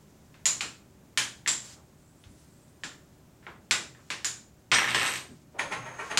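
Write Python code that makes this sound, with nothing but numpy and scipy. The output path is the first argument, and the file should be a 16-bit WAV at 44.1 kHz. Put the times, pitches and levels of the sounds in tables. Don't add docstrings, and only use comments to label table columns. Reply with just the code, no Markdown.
import sys
import numpy as np
from scipy import signal
from scipy.fft import rfft, irfft, next_fast_len
from scipy.io import wavfile

SR = 44100
rng = np.random.default_rng(int(sys.argv[2]) if len(sys.argv) > 2 else 0)


def master_out(mix):
    frames = np.transpose(np.atleast_2d(mix))
    ceiling = np.clip(frames, -1, 1)
    pcm = np.round(ceiling * 32767).astype(np.int16)
    wavfile.write(sys.argv[1], SR, pcm)


N = 273085
TIME = np.arange(N) / SR
HZ = np.fft.rfftfreq(8192, 1 / SR)

# (frequency [Hz], relative level [dB])
AIR_COLOUR = [(25, -13.5), (42, -9), (75, 2), (105, -2.5), (160, 0.5), (250, -3), (400, -11), (800, -16),
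              (2000, -24), (4500, -32), (7300, -29), (10000, -32.5), (16000, -32)]
# (frequency [Hz], relative level [dB])
HUM_TONES = [(118.4, -68), (150.7, -66), (306.8, -72), (376.8, -72), (570.6, -78), (619.1, -78)]
# (peak time [s], half length [s], level [dB])
BRUSHES = [(0.144, 0.22, -78.5), (1.688, 0.054, -51), (2.42, 0.15, -73.5), (4.15, 0.14, -69),
           (5.326, 0.047, -70), (6.056, 0.063, -55)]
# (frequency [Hz], relative level [dB])
CLOTH_COLOUR = [(200, -17), (1000, -6), (3000, -4.5), (5500, -1.0), (7400, 0.5), (9500, -10),
                (12000, -18), (16000, -28)]
# (time [s], strength [dB], treble tilt [dB/octave], knock pitch [Hz],
# knock boost [dB], disc ring pitch [Hz], ring boost [dB])
CLICKS = [ (0.3429, -34, -9, 1870, -7, 7100, 1), (0.4563, -4, 7, 1920, 10.5, 7040, 18.5),
          (0.4623, -4, 2, 1100, 12, 7340, 1), (0.6084, -5.5, 0, 2330, 8, 7400, 9),
          (1.1748, 2.5, 3, 1730, 11.5, 7000, 3.5), (1.4613, -15, -5, 1920, 12, 7400, 5),
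          (1.4761, 0, 3, 2200, 8, 7420, 16.5), (2.2392, -33.5, -1, 3500, -1, 7200, -2),
          (2.836, -11.5, -1.5, 1830, 6.5, 7250, 10.5), (3.4669, -24.5, -19.5, 2000, 2.5, 7400, 15),
          (3.7102, 3.5, 0.5, 2350, 9, 7470, 8.5), (3.949, -39, -16.5, 1810, 4, 7160, -5.5),
          (4.1033, -5.5, -2, 1900, 0.5, 6400, 0), (4.2460, -4, 4, 1880, 3.5, 7020, 12.5),
          (4.7164, 5, -4, 2400, 6.5, 5770, 1), (4.7335, -3, 0, 1850, 0, 8380, 18.5),
          (4.7422, -1, -4, 1850, 1.5, 5740, 16), (4.8863, -7.5, -7, 2300, -3, 8400, 15),
          (4.9468, 0.6, -5, 1950, 3, 8170, 13), (5.0138, -9.5, -11, 2360, 0, 8200, 26),
          (5.0623, -10, -3.5, 2260, -1, 8200, 22), (5.1576, -13.5, -3.5, 2200, 4, 8320, 18.5),
          (5.5948, -11, -9, 1990, 11, 6500, -4), (5.7240, -15.5, -7, 2080, 5, 6550, 12.5),
          (6.1150, -18, -8, 1690, 10.5, 6500, 8), (6.1742, 6, 0.5, 2560, -1, 6950, 5.5)]
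# (frequency [Hz], gain [dB])
CONTACT_COLOUR = [(40, -30.5), (110, -12.5), (330, -9), (600, -9.5), (1000, -2.5), (1600, 0.5), (3500, 0.5),
                  (7200, -5), (9500, -11.5), (11000, -20.5), (13000, -28), (16000, -40.5)]
# (frequency [Hz], width [Hz], boost [dB])
DESK_MODES = [(121.2, 2.7, 16.5), (337, 13, 5), (576, 30, 3), (1067, 43, 2), (1400, 70, -1), (2550, 100, 2)]
# (frequency [Hz], gain [dB])
DIRECT_COLOUR = [(100, 0), (1000, -13.5), (1700, -2.5), (3500, -3.5), (5000, -1.5), (7500, -3.5),
                 (12000, -7.5)]
# (frequency [Hz], width [Hz], boost [dB])
CRACK_MODES = [(2700, 550, -2), (3200, 1400, 7)]
# (frequency [Hz], time to fall 60 dB [s])
ROOM_DECAY = [(120, 1), (400, 0.59), (1000, 0.36), (2800, 0.33), (7300, 0.36), (14000, 0.29)]
# (start [s], level [dB], pitch [Hz])
BUMPS = [(0.626, -50, 324), (1.756, -60, 785), (2.252, -53, 78), (2.299, -58.5, 205), (2.837, -50.5, 280),
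         (3.42, -60.5, 1500), (3.98, -65, 1370), (4.953, -42, 342), (5.289, -48.5, 205), (5.54, -48, 550)]
# (pitch [ratio], relative level [dB])
WHISTLE_PARTIALS = [(.92, 1), (1.02, 2.5), (1.16, 1), (1.4, -8)]
# (start [s], time to rest [s], strength [dB], treble [dB], starting slap rate [1/s])
TOPPLES = [(4.72, 0.28, -6.5, -2.5, 88), (4.95, 0.228, -9.0, 4.6, 85)]
# (frequency [Hz], gain [dB])
RATTLE_COLOUR = [(40, -33), (120, -11), (500, -8.5), (1000, 2), (1800, 7.5), (2700, 3.5), (4000, -4.5),
                 (5000, -13), (7300, -12), (9500, -20.5), (11000, -24.5), (12300, -20), (13500, -47),
                 (16000, -38)]
# (frequency [Hz], width [Hz], boost [dB])
RATTLE_MODES = [(8150, 88, 13.5), (11660, 400, 7)]
# (peak time [s], strength [dB], treble [dB], half length [s])
ROCK_TURNS = [(5.595, -4, 15.5, 0.0046), (5.725, -9.5, 11.5, 0.0096), (5.865, -16, 10.5, 0.0063),
              (5.999, -8.5, 4.5, 0.0063), (6.113, -9.5, 12, 0.0072)]
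# (frequency [Hz], gain [dB])
ROCK_COLOUR = [(40, -9), (120, -5), (500, 4), (1100, 8.5), (2000, 7), (3000, -6.5), (4700, -22.5),
               (7000, -26.5), (8200, -25), (10000, -25), (11200, -43), (16000, -43)]
# (frequency [Hz], width [Hz], boost [dB])
ROCK_MODES = [(6500, 230, 12.5), (10400, 360, 1)]


def amp(db):
    return 10 ** (np.asarray(db) / 20)


def unit(x):
    return x / np.sqrt(np.mean(x ** 2) + 1e-20)


def curve_at(points, hz):
    f, value = np.transpose(points)
    return np.interp(np.log(hz + 1), np.log(f + 1), value)


def add(mix, s, sound):
    part = mix[max(round(s * SR), 0):][:len(sound)]
    part += sound[:len(part)]


def swell(peak_s, half_s):
    return np.exp(-((TIME - peak_s) / half_s) ** 2 / 2)


def wander(rate_hz, count=16):
    t = TIME[::64]
    rates = np.geomspace(rate_hz / 10, rate_hz, count)
    drift = sum(np.sin(2 * np.pi * (f * t + rng.random())) for f in rates)
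    return unit(np.interp(TIME, t, drift))


def noise(colour):
    size = next_fast_len(N)
    gain = amp(curve_at(colour, np.fft.rfftfreq(size, 1 / SR)))
    return unit(irfft(rfft(rng.standard_normal(size)) * gain, size)[:N])


def ventilation(rumble_db=-58, swell_db=0.7, swell_hz=0.73, hum_trim_db=-1.0):
    hum = sum(amp(db + hum_trim_db) * np.sqrt(2) * np.sin(2 * np.pi * (hz * TIME + rng.random()))
              for hz, db in HUM_TONES)
    return amp(rumble_db + swell_db * wander(swell_hz)) * noise(AIR_COLOUR) + hum


def sleeves(stir_db=-73.5, catch_db=1.2, catch_hz=25):
    sliding = amp(stir_db) + sum(amp(db) * swell(s, half_s) for s, half_s, db in BRUSHES)
    return noise(CLOTH_COLOUR) * sliding * amp(catch_db * wander(catch_hz))


def body(colour_db, modes):
    modes_db = sum(10 * np.log10(1 + (amp(peak) ** 2 - 1) / (1 + (2 * (HZ - hz) / width) ** 2))
                   for hz, width, peak in modes)
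    db = colour_db + modes_db
    log_gain = np.log(amp(np.r_[db, db[-2:0:-1]]))
    spectrum = np.exp(np.conj(signal.hilbert(log_gain)))
    return np.fft.ifft(spectrum).real[:len(HZ)]


def spot_modes(count=7, low_hz=1350, high_hz=6000, width_hz=130, peak_db=4):
    places = (np.arange(count) + rng.random(count)) / count
    pitches = low_hz * (high_hz / low_hz) ** places
    return [(hz, width_hz, sign * peak_db) for hz, sign in zip(pitches, rng.choice([-1, 1], count))]


def clicks(tilt_hz=2000, knock_width_hz=340, ring_width_hz=330, chatter_s=0.0026, chatter_db=-3,
           snap_db=5.0, snap_width_hz=300, knock_room_share=0.32):
    out, t = np.zeros(N), TIME[:SR // 150]
    octaves = np.log2(1 + (HZ / tilt_hz) ** 2) / 2
    for s, db, tilt, knock_hz, knock_db, ring_hz, ring_db in CLICKS:
        colour = db + curve_at(CONTACT_COLOUR, HZ) + tilt * (octaves - 1)
        modes = DESK_MODES + spot_modes() + [(ring_hz, ring_width_hz, ring_db)]
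        knock = [(knock_hz, knock_width_hz, knock_db)]
        reverb_send = body(colour, modes + [(knock_hz, knock_width_hz, knock_room_share * knock_db)])
        bounces = rng.standard_normal(len(t)) * np.exp(-t / chatter_s)
        chatter = signal.fftconvolve(body(colour, modes + knock), bounces / np.linalg.norm(bounces))
        light_db = 0.48 * np.clip(-db, 0, 14)
        snap = [(knock_hz, snap_width_hz, snap_db)]
        crack = [(hz, width, peak + light_db) for hz, width, peak in CRACK_MODES + snap]
        direct = body(colour + curve_at(DIRECT_COLOUR, HZ) - light_db, modes + knock + crack)
        add(out, s, room(reverb_send, wet_db=10, direct_db=-21))
        add(out, s, amp(chatter_db - light_db) * chatter)
        add(out, s, direct)
    return out


def room(x, wet_db, direct_db, early_db=3, early_s=0.00071, predelay_s=0.0011):
    size = SR * 3 // 5
    t = TIME[:size]
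    echoes = rng.choice([-1., 1.], size) * (t > predelay_s) * (1 + amp(early_db) * np.exp(-t / early_s))
    hz, frame_s, bands = signal.stft(echoes, SR, nperseg=256)
    decay = amp(-60 * frame_s / curve_at(ROOM_DECAY, hz)[:, None])
    tail = signal.istft(bands * decay, SR, nperseg=256)[1][:size]
    response = amp(wet_db) * tail / np.linalg.norm(tail)
    response[0] += amp(direct_db)
    return signal.fftconvolve(x, response)


def bumps(rise_s=0.022, q=0.99):
    out, t = np.zeros(N), TIME[:SR // 2]
    envelope = t / rise_s * np.exp(1 - t / rise_s)
    for s, db, hz in BUMPS:
        b, a = signal.iirpeak(hz, q, SR)
        thud = unit(signal.lfilter(b, a, signal.lfilter(b, a, rng.standard_normal(len(t)))))
        add(out, s, amp(db) * thud * envelope)
    return out


def fuzzy_tone(hz, width_hz):
    pole = np.exp(-np.pi * width_hz / SR)
    white = rng.standard_normal(N) + 1j * rng.standard_normal(N)
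    fuzz = signal.lfilter([1], np.poly([pole, pole]), white)
    carrier = np.exp(2j * np.pi * np.cumsum(hz * np.ones(N)) / SR)
    return unit((fuzz * carrier).real)


def whistle(peak_s=2.4, half_s=0.28, low_hz=7100, rise_hz=1380, level_db=-77.5,
            waver=0.025, waver_hz=16, flicker_db=4, flicker_hz=20):
    out, arch = np.zeros(N), swell(peak_s, half_s)
    for ratio, db in WHISTLE_PARTIALS:
        flicker = flicker_db * np.minimum(wander(flicker_hz), 1)
        hz = (low_hz + rise_hz * arch) * ratio * (1 + waver * wander(waver_hz))
        out += amp(level_db + db + flicker) * fuzzy_tone(hz, width_hz=420)
    return np.sqrt(arch) * out


def brighten(x, treble_db, split_hz=4200):
    treble = signal.sosfiltfilt(signal.butter(2, split_hz, "high", fs=SR, output="sos"), x)
    return x + (amp(treble_db) - 1) * treble


def slaps(start_s, length_s, db, treble_db, rate_hz, quicken_octaves=0.36, lighten_db=4, brighten_db=2.5,
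          flat_tilt=0.016, spread_db=4.5, jitter=0.22, max_slaps=80, chatter_s=0.00078):
    tilt = np.clip(1 - (TIME - start_s) / length_s, flat_tilt, 1)
    halvings = -np.log2(tilt)
    s, out, t = start_s, np.zeros(N), TIME[:SR // 200]
    for size, gap, *chatter in rng.standard_normal((max_slaps, 2 + len(t))):
        if s < start_s + length_s:
            flatness = halvings[round(s * SR)]
            slap = np.array(chatter) * np.exp(-t / chatter_s)
            gain = amp(db - lighten_db * flatness + spread_db * np.tanh(size))
            add(out, s, gain * slap / np.linalg.norm(slap))
            s += np.exp(jitter * gap) / (rate_hz * 2 ** (quicken_octaves * flatness))
    return brighten(out, treble_db + brighten_db * halvings)


def rattle():
    drive = sum(slaps(*topple) for topple in TOPPLES)
    disc = body(curve_at(RATTLE_COLOUR, HZ), DESK_MODES + RATTLE_MODES)
    return room(signal.oaconvolve(drive, disc)[:N], wet_db=7.5, direct_db=6)[:N]


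def rocking(grains_per_s=4000, grain_db=-17, roll_db=-28, sing_hz=6480, sing_db=-60):
    turn_s, turn_db, treble_db, half_s = np.transpose(ROCK_TURNS)
    rolling = np.clip((TIME - turn_s[0]) / half_s[0], 0, 1)
    turns = sum(amp(db) * swell(s, half) for s, db, half in zip(turn_s, turn_db, half_s))
    force = turns + amp(roll_db) * rolling
    grains = rng.choice([-1., 1.], N) * (rng.random(N) < grains_per_s / SR)
    drive = brighten(amp(grain_db) * force * grains, np.interp(TIME, turn_s, treble_db))
    rim = amp(sing_db) * rolling * fuzzy_tone(sing_hz, width_hz=260)
    disc = body(curve_at(ROCK_COLOUR, HZ), DESK_MODES + ROCK_MODES)
    return room(signal.oaconvolve(drive, disc)[:N], wet_db=8, direct_db=3.5)[:N] + rim


def scene():
    return (clicks() + rattle() + rocking() + bumps() + sleeves() + whistle() + ventilation())[None]


def record(dry):
    high_cut = signal.firwin(511, 16000, window=("kaiser", 9), fs=SR)
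    return signal.oaconvolve(dry, high_cut[None], "same")


dry = scene()
out = record(dry)
master_out(out)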